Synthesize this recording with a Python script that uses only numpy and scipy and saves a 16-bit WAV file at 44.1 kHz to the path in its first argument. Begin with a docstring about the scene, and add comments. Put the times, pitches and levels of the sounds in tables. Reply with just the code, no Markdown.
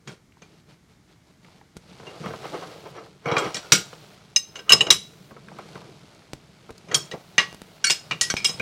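"""A small workshop, close to the microphone: hands flick and turn a nut on a saw arbor, with light clinks and dull taps;
from about two seconds two flat steel wrenches are dragged off the table top, then clink on the nut, the blades and
each other, and at the end are gathered in one hand. Sharp pops break in, skin and cloth rub, the room answers.
Bars ring as sums of bending modes; taps, drags and rubbing are shaped noise; pops are short pressure steps."""
import sys
import numpy as np
from scipy import signal
from scipy.fft import rfft, irfft, next_fast_len
from scipy.io import wavfile
from scipy.ndimage import uniform_filter1d, minimum_filter1d

SR = 44100
rng = np.random.default_rng(int(sys.argv[2]) if len(sys.argv) > 2 else 0)


def dump(signal):
    """Clip the signal to [-1, 1] and save it as 16-bit WAV at the path in sys.argv[1]."""
    limited = np.clip(np.atleast_2d(signal).T, -1, 1)
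    pcm = np.round(limited * 32767).astype(np.int16)
    wavfile.write(sys.argv[1], SR, pcm)


N = 379701

# resonances of the table top and cabinet: centre_hz, width_hz, level_db
TABLE_MODES = [(141, 70.6, 4), (188.3, 72.7, 4.5), (301, 55, -1.5), (449.5, 101, 2.5), (776, 270, -5.5),
               (1011, 130, -0.5), (1280, 150, 0), (1560, 140, -5.5), (2153, 450, -9.5)]
# bending modes of the long wrench: mode_hz, level_db, t60_s (before strike, chance and grip)
LONG_WRENCH = [(1418, -10, 0.16), (1558, -7, 0.14), (2240, -7, 0.12), (3254, 1.5, 0.11), (4430, -0.5, 0.12),
               (5377, -2, 0.14), (5760, 6.5, 0.099), (6340, -20.5, 0.2), (6820, 9, 0.047),
               (7240, -7.5, 0.1), (7650, 1.5, 0.16), (8710, -1.5, 0.14), (8560, -3, 0.052),
               (9200, -13.5, 0.078), (10130, -5.5, 0.14), (12100, -4.5, 0.22)]
# bending modes of the short wrench: mode_hz, level_db, t60_s (before strike, chance and grip)
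SHORT_WRENCH = [(1135, -18, 0.24), (1918, -7.5, 0.097), (2389, -1.5, 0.074), (2803, -2.5, 0.096),
                (2939, -1.5, 0.045), (3884, -1, 0.086), (5124, -1, 0.11), (5270, 1, 0.042),
                (6245, 10.5, 0.053), (6680, -7, 0.15), (7460, -2.5, 0.088), (8100, -7.5, 0.18),
                (8870, -7, 0.13), (9800, -13.5, 0.069), (10900, -14, 0.27), (11100, -16, 0.12),
                (12770, -15.5, 0.12)]


def amp(db):
    """Decibels to gain."""
    return 10 ** (np.asarray(db) / 20)


def unit(x):
    """Scales a sound to rms 1."""
    return x / np.sqrt(np.mean(x ** 2) + 1e-20)


def along(points, hz):
    """Reads a curve of (Hz, value) points on a log frequency axis."""
    point_hz, value = np.transpose(points)
    return np.interp(np.log(hz + 1), np.log(point_hz + 1), value)


def filtered(x, response):
    """Multiplies the spectrum of x by a response that is a function of frequency."""
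    size = next_fast_len(len(x) + 8192)
    hz = np.fft.rfftfreq(size, 1 / SR)
    return irfft(rfft(x, size) * response(hz), size)[:len(x)]


def resonant(hz, peaks):
    """Causal response of (centre Hz, width Hz, dB) resonances, summed with alternating sign."""
    total = 0
    for k, (centre, width, db) in enumerate(peaks):
        band = 1j * hz * width / (centre * centre - hz * hz + 1j * hz * width)
        total = total + (-1) ** k * amp(db) * band
    return total


def gritty(grit_db, size):
    """White noise whose strength jumps from grain to grain, each grain size samples long."""
    strength = np.minimum(rng.exponential(size=N // size + 1), 2)
    grains = np.repeat(strength, size)[:N]
    return rng.standard_normal(N) * amp(grit_db * grains)


def add(track, start_s, sound):
    """Lays a sound on the track at its start time."""
    part = track[round(start_s * SR):][:len(sound)]
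    part += sound[:len(part)]


def levels(rows):
    """One gain per sample for each dB column of a curve over time."""
    point_s, *columns = np.transpose(rows)
    return [amp(np.interp(np.arange(N) / SR, point_s, column)) for column in columns]


def strokes(starts, holds, dbs, rise, fall):
    """Gain of a set of strokes: each swells to its level, holds and fades, at steady dB per second."""
    t = np.arange(0, N + 64, 64) / SR
    ends = starts + np.abs(holds)
    before = np.maximum(starts[:, None] - t, 0)
    after = np.maximum(t - ends[:, None], 0)
    shape_db = dbs[:, None] - rise * before - fall * after
    return np.interp(np.arange(N) / SR, t, np.linalg.norm(amp(shape_db), axis=0))


def wrenches():
    """Each contact rings both wrenches, rattles the blade stack and shakes the table."""
    # steel on steel: start_s, long_db, long strike point (0-.5), short_db, short strike point (0-.5),
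    # contact hardness (octaves from 4 kHz), ring time factor (at least .1 is used), rattle_db, thud_db,
    # the two modes that the grip leaves free: one_hz, other_hz, and how far they stand out: lift_db
    clink_rows = [(0.074, -32.5, 0.33, -38, .099, -1.56, 1, -39.5, -39, 1420, 2925, 2),
                  (0.419, -60, .23, -41, 0.081, -1.57, 0.6, -47, -42.5, 2350, 6530, 10),
                  (2.068, -52, .27, -36, 0.22, -2, 0.66, -40.5, -39.5, 2750, 2810, 5),
                  (3.256, -46.5, 0.058, -49, 0.45, -0.6, 1, -55, -17.5, 2260, 2290, 12.5),
                  (3.314, -28.5, 0.026, -32, .03, -1.56, 0.89, -39, -17, 3877, 2270, 8.5),
                  (3.366, -18.5, .041, -10, 0.049, -2, 0.53, -21.5, -21, 1140, 1410, 6.5),
                  (3.38, -29.5, 0.082, -32.5, .016, -0.3, 0.94, -29.5, -22, 5760, 3316, 4),
                  (3.544, -29, .35, -30.5, 0.38, -0.26, 0.94, -35, -30, 1920, 5630, 9.5),
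                  (3.567, -42, .023, -36, 0.31, -0.34, 0.72, -30.5, -33, 1890, 4430, 5.5),
                  (3.63, -35, 0.16, -50.5, 0.34, -2.5, .99, -65, -61, 1400, 1897, 9.5),
                  (3.72, -12.5, .11, -15.5, 0.32, 0.03, 0.92, -8.5, -12.5, 2280, 1400, 9.5),
                  (4.361, -32, .059, -14.5, 0.032, 0.3, 0.5, -26, -38, 2860, 5080, 5.5),
                  (4.555, -39, 0.074, -32.5, .19, -1.27, 1, -40, -45.5, 2920, 6230, 5.5),
                  (4.59, -42, 0.065, -33.5, .19, -1.2, 0.81, -52.5, -48, 1540, 5160, 4.5),
                  (4.694, -18, 0.075, -14.5, 0.18, -0.34, 0.5, -32, -48.5, 2950, 2892, 4.5),
                  (4.703, -15.5, 0.099, -3, 0.2, -1.7, 0.8, -27, -21.5, 2800, 3390, 5),
                  (4.72, -23, .36, 0, 0.19, -0.6, 0.46, -13.5, -22, 5240, 2760, 5),
                  (4.731, -15.5, .48, -3.5, .17, -0.3, .3, -16.5, -14.5, 5110, 2835, 4.5),
                  (4.807, -36.5, .19, -8.5, .18, -0.78, .48, -23.5, -23.5, 2950, 2820, 4),
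                  (4.867, -33.5, .035, -23.5, .2, -1.05, 0.48, -44, -23.5, 2892, 2820, 5),
                  (4.904, -12, .3, -4.5, .14, -0.44, 0.66, -11.5, -19, 3752, 7350, 9.5),
                  (6.885, -61, 0.062, -46, 0.021, -1.05, 0.79, -55, -35.5, 2840, 1907, 5.5),
                  (6.913, -28, 0.42, -28.5, 0.03, -1.85, 0.93, -37, -25.5, 1910, 1570, 8),
                  (6.944, -14, .22, -24.5, 0.091, 0.46, 0.64, -18.5, -27, 3270, 5470, 2),
                  (6.959, -33.5, .23, -45.5, .058, 2, 0.82, -47, -25.5, 10300, 7650, 12),
                  (7.113, -48, 0.415, -31.5, 0.03, -0.8, 0.63, -36, -43, 1890, 3220, 7.5),
                  (7.38, -24, 0.043, -7.5, 0.039, -1.25, 0.91, -14, -24, 1900, 6130, 5),
                  (7.841, -17, 0.4, -19, 0.27, -0.49, 1, -35, -36.5, 1555, 8870, 6),
                  (7.867, -17.5, 0.37, -26, 0.21, -1.06, 1, -44, -41, 4420, 2810, 6.5),
                  (7.898, -32, .27, -38, .02, -0.5, 0.86, -18, -36, 6785, 2330, 15),
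                  (7.904, -26, 0.098, -22, .17, .74, 0.66, -18.5, -27.5, 5240, 2870, 10),
                  (8.11, -33, .046, -19.5, 0.037, -1.44, 0.71, -25, -21, 2322, 2860, 8.5),
                  (8.211, -23, .22, -21, 0.072, 0.6, 1, -19, -31.5, 1896, 5120, 15),
                  (8.3, -18, .38, -20.5, 0.15, -0.84, 0.64, -26, -36, 3300, 6060, 9.5),
                  (8.366, -36, 0.26, -33, .35, -0.6, 1, -29.5, -55, 2312, 5020, 20),
                  (8.445, -20, .27, -17, .28, -0.3, 1, -25, -33.5, 8560, 5040, 8),
                  (8.491, -47, .022, -28, 0.12, -0.3, 1, -47, -30.5, 4900, 3330, 5),
                  (8.598, -31, .046, -27, .046, -2.1, .9, -31.5, -22.5, 2400, 2310, 13)]
    # colour of the rattling blade stack: point_hz, level_db per Hz (relative)
    clatter_colour = [(180, -28.5), (300, 4), (789, -5.5), (1080, -5), (4120, -1.5), (5200, -1.5),
                      (8860, -10), (15100, -28.5), (16200, -49.5)]
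    contact_ms, softer_longer = 1.7, 0.39  # rise at 4 kHz hardness; octaves longer per octave softer
    out, t = np.zeros(N), np.arange(SR // 4) / SR
    for (start_s, long_db, long_at, short_db, short_at, octaves, factor, rattle_db, thud_db,
         one_hz, other_hz, lift_db) in clink_rows:
        centre_hz = 4000 * 2 ** octaves
        grip = [one_hz, lift_db, other_hz, lift_db]

        def contact(hz):
            """A harder contact moves the band of excitation up in frequency."""
            bell = 1 / (1 + (1.094 * np.log((hz + 1) / centre_hz)) ** 2)
            return bell / (1 + (hz / (4.4 * centre_hz)) ** 2)

        bars = amp(long_db) * ring(LONG_WRENCH, t, long_at, factor, contact, grip)
        bars += amp(short_db) * ring(SHORT_WRENCH, t, short_at, factor, contact, grip)
        noise = rng.standard_normal(len(t))
        rattle = unit(filtered(noise, lambda hz: amp(along(clatter_colour, hz)) * contact(hz) ** 0.76))
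        # a long weak tail and a short strong burst
        rattle_fade = 0.69 * amp(-60 * t / (0.19 * max(factor, .1))) + 4.07 * amp(-60 * t / 0.013)
        rattle = amp(rattle_db) * rattle * rattle_fade
        rise = 1 - np.exp(-t * 1000 / (contact_ms * 2 ** (-softer_longer * octaves)))
        add(out, start_s, rise * (bars + rattle) + amp(thud_db) * thud(t, t60=0.093))
    return out


def ring(modes, t, point, factor, contact, grip):
    """A flat bar: the strike point sets each mode's drive; the grip sets ring time but favours two modes."""
    hz, db, t60 = np.transpose(modes)[:, :, None]
    number = np.arange(1, len(modes) + 1)[:, None]
    drive = np.abs(np.cos(np.pi * number * point)) + .1
    lift_db = 0
    for free_hz, lift in np.reshape(grip, (2, 2)):
        lift_db = lift_db + lift * np.exp(-(np.log(hz / free_hz) / 0.045) ** 2)
    life = t60 * max(factor, .1) * amp(0.43 * lift_db)
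    chance = rng.standard_normal((len(modes), 6))
    # a faint second decay lasts three times as long
    fade = amp(db + lift_db + chance[:, :1]) * (amp(-60 * t / life) + 0.026 * amp(-60 * t / (3 * life)))
    # twin modes beat
    beat = 1 + 0.79 * np.cos(2 * np.pi * (45 * chance[:, 2:3] * t + chance[:, 3:4]))
    # loose contact blurs each line
    beat += 0.67 * np.cos(2 * np.pi * (130 * chance[:, 4:5] * t + chance[:, 5:]))
    tone = np.sin(2 * np.pi * (hz * t + chance[:, 1:2]))
    return np.sum(drive * contact(hz) * fade * beat * tone, axis=0)


def thud(t, t60):
    """A short push into the table and cabinet: a decaying noise burst through their resonances, peak 1."""
    push = rng.standard_normal(len(t)) * amp(-60 * t / t60)
    body = filtered(push, lambda hz: resonant(hz, TABLE_MODES) / (1 + 1j * hz / 700))
    return body / np.abs(body).max()


def dragging():
    """Sliding steel grates in the table's resonances, with wrench modes singing in the bright part."""
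    # steel dragged over the table top: start_s, hold_s, level_db, brightness_db (relative to level_db)
    drag_rows = [(1.994, .05, -63, -10), (2.074, 0.083, -44.5, -9), (2.158, 0.077, -53, -9),
                 (2.246, 0.04, -38.5, -2.5), (2.343, .07, -51, -18), (2.438, 0.025, -40, -1.5),
                 (2.543, 0.015, -31, -9.5), (2.626, 0.0078, -37.5, -5), (2.681, 0.082, -44, -8.5),
                 (2.857, .01, -39, -8.5), (2.961, 0.027, -41, -4), (3.044, 0.0058, -48.5, -21),
                 (3.282, .1, -26, -5), (3.375, 0.094, -30, -2.5), (3.55, 0.02, -44.5, -9.5),
                 (3.635, 0.1, -53.5, -7), (4.555, .04, -46, -7.5), (4.689, .005, -45.5, 3),
                 (4.723, .03, -38, -10), (4.815, .01, -34, -12.5), (4.868, 0.026, -35, -7),
                 (5.303, 0.032, -56.5, -7.5), (5.49, .005, -59, 3), (5.593, .005, -48, 2),
                 (5.749, .03, -52.5, -13), (5.821, 0.059, -56.5, -4.5), (6.893, 0.023, -48, -13),
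                 (6.94, 0.0099, -34, -2), (7.131, 0.023, -40, -14.5)]
    rise, fall = 601, 302  # dB per second
    start_s, hold_s, db, bright_db = np.transpose(drag_rows)
    dull_gain = strokes(start_s, hold_s, db, rise, fall)
    bright_gain = strokes(start_s, hold_s, db + bright_db, rise, fall)

    def dull_colour(hz):
        """Low table resonances."""
        return resonant(hz, TABLE_MODES[2:5]) * hz / (hz + 200) / (1 + (hz / 1500) ** 2)

    def bright_colour(hz):
        """High table resonances."""
        return resonant(hz, TABLE_MODES[5:]) * hz / (hz + 900) / (1 + (hz / 3500) ** 2)

    dull = unit(filtered(gritty(3.7, size=300), dull_colour))
    bright = unit(filtered(gritty(2.4, size=200), bright_colour))
    # wrench modes as resonances 35 Hz wide
    narrow = [(hz, 35, level) for hz, level, _ in LONG_WRENCH[2:7] + SHORT_WRENCH[3:7]]
    sing = unit(filtered(gritty(3.3, size=400), lambda hz: resonant(hz, narrow) / (1 + (hz / 2400) ** 2)))
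    return dull_gain * dull + bright_gain * (bright + amp(-11) * sing)


def taps():
    """A puff of noise around its pitch over a thud, with no ring, led by a bright tick."""
    # dull taps and ticks of hands, nut and table: start_s, puff peak_db, thud_db (relative to puff), pitch_hz
    tap_rows = [(0.321, -49, -22, 2340), (0.369, -46, -18, 945), (1.446, -44.5, -2, 2140),
                (1.484, -44.5, -15, 690), (1.612, -43.5, -14, 880), (1.997, -49, 13, 829),
                (2.029, -45.5, 8.5, 745), (2.259, -26, 3, 1080), (2.306, -30.5, 4, 1020),
                (2.335, -33.5, 9.5, 1300), (2.454, -23.5, -7, 740), (3.02, -47, 7, 980),
                (3.062, -41.5, -13, 1090), (3.929, -33, 0, 1150), (3.934, -37, -25, 3370),
                (4.025, -50, -17, 2500), (4.115, -48, -10, 1210), (4.3, -54, -20, 6500),
                (4.337, -61, -23, 6050), (5.309, -40, 5, 1125), (5.364, -41.5, 5.5, 1120),
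                (5.484, -35, -12, 1573), (5.516, -38.5, -1, 767), (5.587, -28, -26, 765),
                (5.754, -33.5, 3.5, 1624), (5.776, -37.5, -7, 817), (5.816, -37, -10, 732),
                (6.147, -47, -20.5, 6000), (6.219, -50, -15, 1424), (6.691, -36, 4, 920),
                (6.779, -38, -28.5, 5560), (6.899, -39.5, -5, 1858), (7.135, -36.5, 15, 807),
                (8.596, -22, -23.5, 2510)]
    puff_t60_s, thud_t60_s, tick_db = 0.013, .075, -16
    out, t = np.zeros(N), np.arange(SR // 5) / SR
    for start_s, db, thud_db, pitch_hz in tap_rows:
        noise = rng.standard_normal(len(t))
        puff = noise * amp(-60 * t / puff_t60_s) * (1 - np.exp(-t / 0.0031))
        puff = filtered(puff, lambda hz: resonant(hz, [(pitch_hz, .7 * pitch_hz, 0)]) ** 2)
        puff /= np.abs(puff).max()
        tick = amp(tick_db) * noise * amp(-60 * t / 0.0034)
        add(out, start_s, amp(db) * (puff + tick + amp(thud_db) * thud(t, thud_t60_s)))
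    return out


def pops():
    """A crackling push of air that swings back slowly."""
    # sharp pops, one pressure step each: start_s, level_db, width_ms, crackle (0-1), swing back t60_s
    pop_rows = [(1.768, -25, 0.91, 1, 0.037), (6.3337, -17, 0.61, 0.75, 0.023),
                (6.706, -22, 0.76, 0.4, 0.022), (7.528, -22, .2, 0.8, .01), (7.546, -22.5, 0.35, 0.9, .015),
                (7.618, -21.5, 0.32, 1, 0.034), (8.3401, -6.5, 0.33, 0.36, 0.026)]
    out, t = np.zeros(N), np.arange(SR // 10) / SR
    for start_s, db, width_ms, crackle, t60 in pop_rows:
        u = t * 1000 / width_ms
        rough = 1 + crackle * uniform_filter1d(rng.standard_normal(len(t)), size=3)
        step = (1 - 0.65 * u) * np.exp(-u / 1.98) * rough
        swing = 0.13 * amp(-60 * t / t60) * np.sin(2 * np.pi * 170 * t)
        add(out, start_s, amp(db) * (1 - np.exp(-t / .00007)) * (step - swing))
    return out


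def handling():
    """Leaning and shuffling thump in the cabinet; skin and cloth hiss."""
    # hands at work all along: point_s, thumps and shuffling thump_db, rubbing of skin and cloth rub_db
    hand_curve = [(0, -70, -75.5), (1.75, -74, -67), (1.9, -50.5, -54), (2.56, -47, -44), (2.85, -53, -52),
                  (3.05, -55, -55.5), (3.2, -60, -62.5), (3.44, -56, -42.5), (3.56, -60, -47),
                  (4.04, -53.5, -52.5), (4.4, -58, -60.5), (5.1, -52, -57), (5.4, -53, -58),
                  (5.73, -45.5, -49.5), (5.86, -49, -54), (6.4, -56.5, -59), (6.9, -54, -56),
                  (7.9, -54, -55), (8.61, -44, -46)]
    # single moves of a hand, flicks at the nut and pushes on the table: start_s, hold_s, thump_db, rub_db
    move_rows = [(0.083, 0.046, -41.5, -51.5), (0.38, .01, -67, -66), (0.425, 0.016, -59, -61),
                 (0.46, .14, -57.5, -62), (0.69, 0.04, -55, -57), (0.902, 0.025, -60, -63),
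                 (1.088, 0.041, -63, -61.5), (1.268, .04, -60, -64), (1.433, 0.15, -60, -60.5),
                 (1.61, .02, -56.5, -80), (1.763, 0.0021, -49, -61), (1.962, 0.06, -53, -78),
                 (2.214, .08, -37.5, -51), (3.447, .02, -39, -44), (3.755, 0.036, -33.5, -44.5),
                 (4.767, .03, -38, -44), (4.953, 0.018, -38.5, -62), (7.02, 0.048, -60, -53),
                 (7.449, 0.087, -50, -53), (8.046, 0.046, -55, -60)]
    # colour of skin and cloth: point_hz, level_db per Hz (relative)
    rub_colour = [(350, -33.5), (600, 0), (1160, -7.5), (1300, -5), (1810, -11), (2130, -8.5), (2480, -9),
                  (4300, -9), (10300, -25), (16200, -41.5)]
    start_s, hold_s, *columns = np.transpose(move_rows)
    moves = [strokes(start_s, hold_s, db, rise=700.5, fall=352) for db in columns]
    thump_gain, rub_gain = np.hypot(levels(hand_curve), moves)
    thump = filtered(gritty(4.2, size=500), lambda hz: resonant(hz, TABLE_MODES[:4]) / (1 + (hz / 300) ** 2))
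    rub = filtered(gritty(4.0, size=40), lambda hz: amp(along(rub_colour, hz)))
    return thump_gain * unit(thump) + rub_gain * unit(rub)


def walls(x, decays, size):
    """A fresh decaying tail for each stretch of sound; each frequency dies at its own speed."""
    out = np.zeros(N)
    for start in range(0, N, size):
        hz, t, z = signal.stft(rng.standard_normal(SR // 2), SR, nperseg=256)
        fade = amp(-60 * t / along(decays, hz)[:, None])
        tail = signal.istft(z * fade, SR, nperseg=256)[1]
        echo = signal.fftconvolve(x[start:start + size], tail / np.linalg.norm(tail))
        add(out, start / SR + 0.0036, echo)
    return out


def air():
    """The steady tone of the room: noise in a fixed colour."""
    # room tone: point_hz, level_db per Hz (relative)
    air_colour = [(12, -45), (20, -15), (38, -0.5), (146, 4.5), (390, -6.5), (515, -15.5), (1230, -17),
                  (1720, -17.5), (2270, -16), (2470, -24), (6410, -23.5), (14900, -37.5), (16200, -46.5)]
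    air_db = -58
    return amp(air_db) * unit(filtered(rng.standard_normal(N), lambda hz: amp(along(air_colour, hz))))


def scene():
    """Near sources, their near and late echo, the handling and the room tone."""
    # decay of the near walls: point_hz, t60_s
    near_decays = [(150, .35), (1000, 0.17), (4000, 0.27), (12000, 0.22)]
    # decay of the far end of the shop: point_hz, t60_s
    far_decays = [(150, .6), (1000, .5), (4000, .6), (12000, 0.72)]
    near_db, far_db = -14, -27.5
    near = wrenches() + taps() + pops() + dragging()
    echo = amp(near_db) * walls(near, near_decays, size=9000)
    echo += amp(far_db) * walls(near, far_decays, size=30000)
    return (near + echo + handling() + air())[None]


def record(dry):
    """A faint treble hiss rises for a while after loud sound; the loudest blows overload."""
    gate_db, gate_hold_s, hiss_db = -30, .36, -66.5
    ceiling, top_hz = .97, 15900
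    level = np.sqrt(np.abs(uniform_filter1d(dry[0] ** 2, 512)))
    hold = round(gate_hold_s * SR)
    # a running maximum over the past keeps the gate open
    loud = -minimum_filter1d(-1. * (level > amp(gate_db)), hold, origin=(hold - 1) // 2)
    hiss = unit(filtered(rng.standard_normal(N), lambda hz: 1 / (1 + (5000 / (hz + 1)) ** 4)))
    # low cut at 35 Hz
    heard = filtered(dry[0], lambda hz: (1j * hz / (35 + 1j * hz)) ** 2)
    heard += amp(hiss_db) * uniform_filter1d(loud, 256) * hiss
    clipped = heard / (1 + np.abs(heard / ceiling) ** 8) ** (1 / 8)
    return filtered(clipped, lambda hz: hz < top_hz)[None]


dry = scene()
out = record(dry)
dump(out)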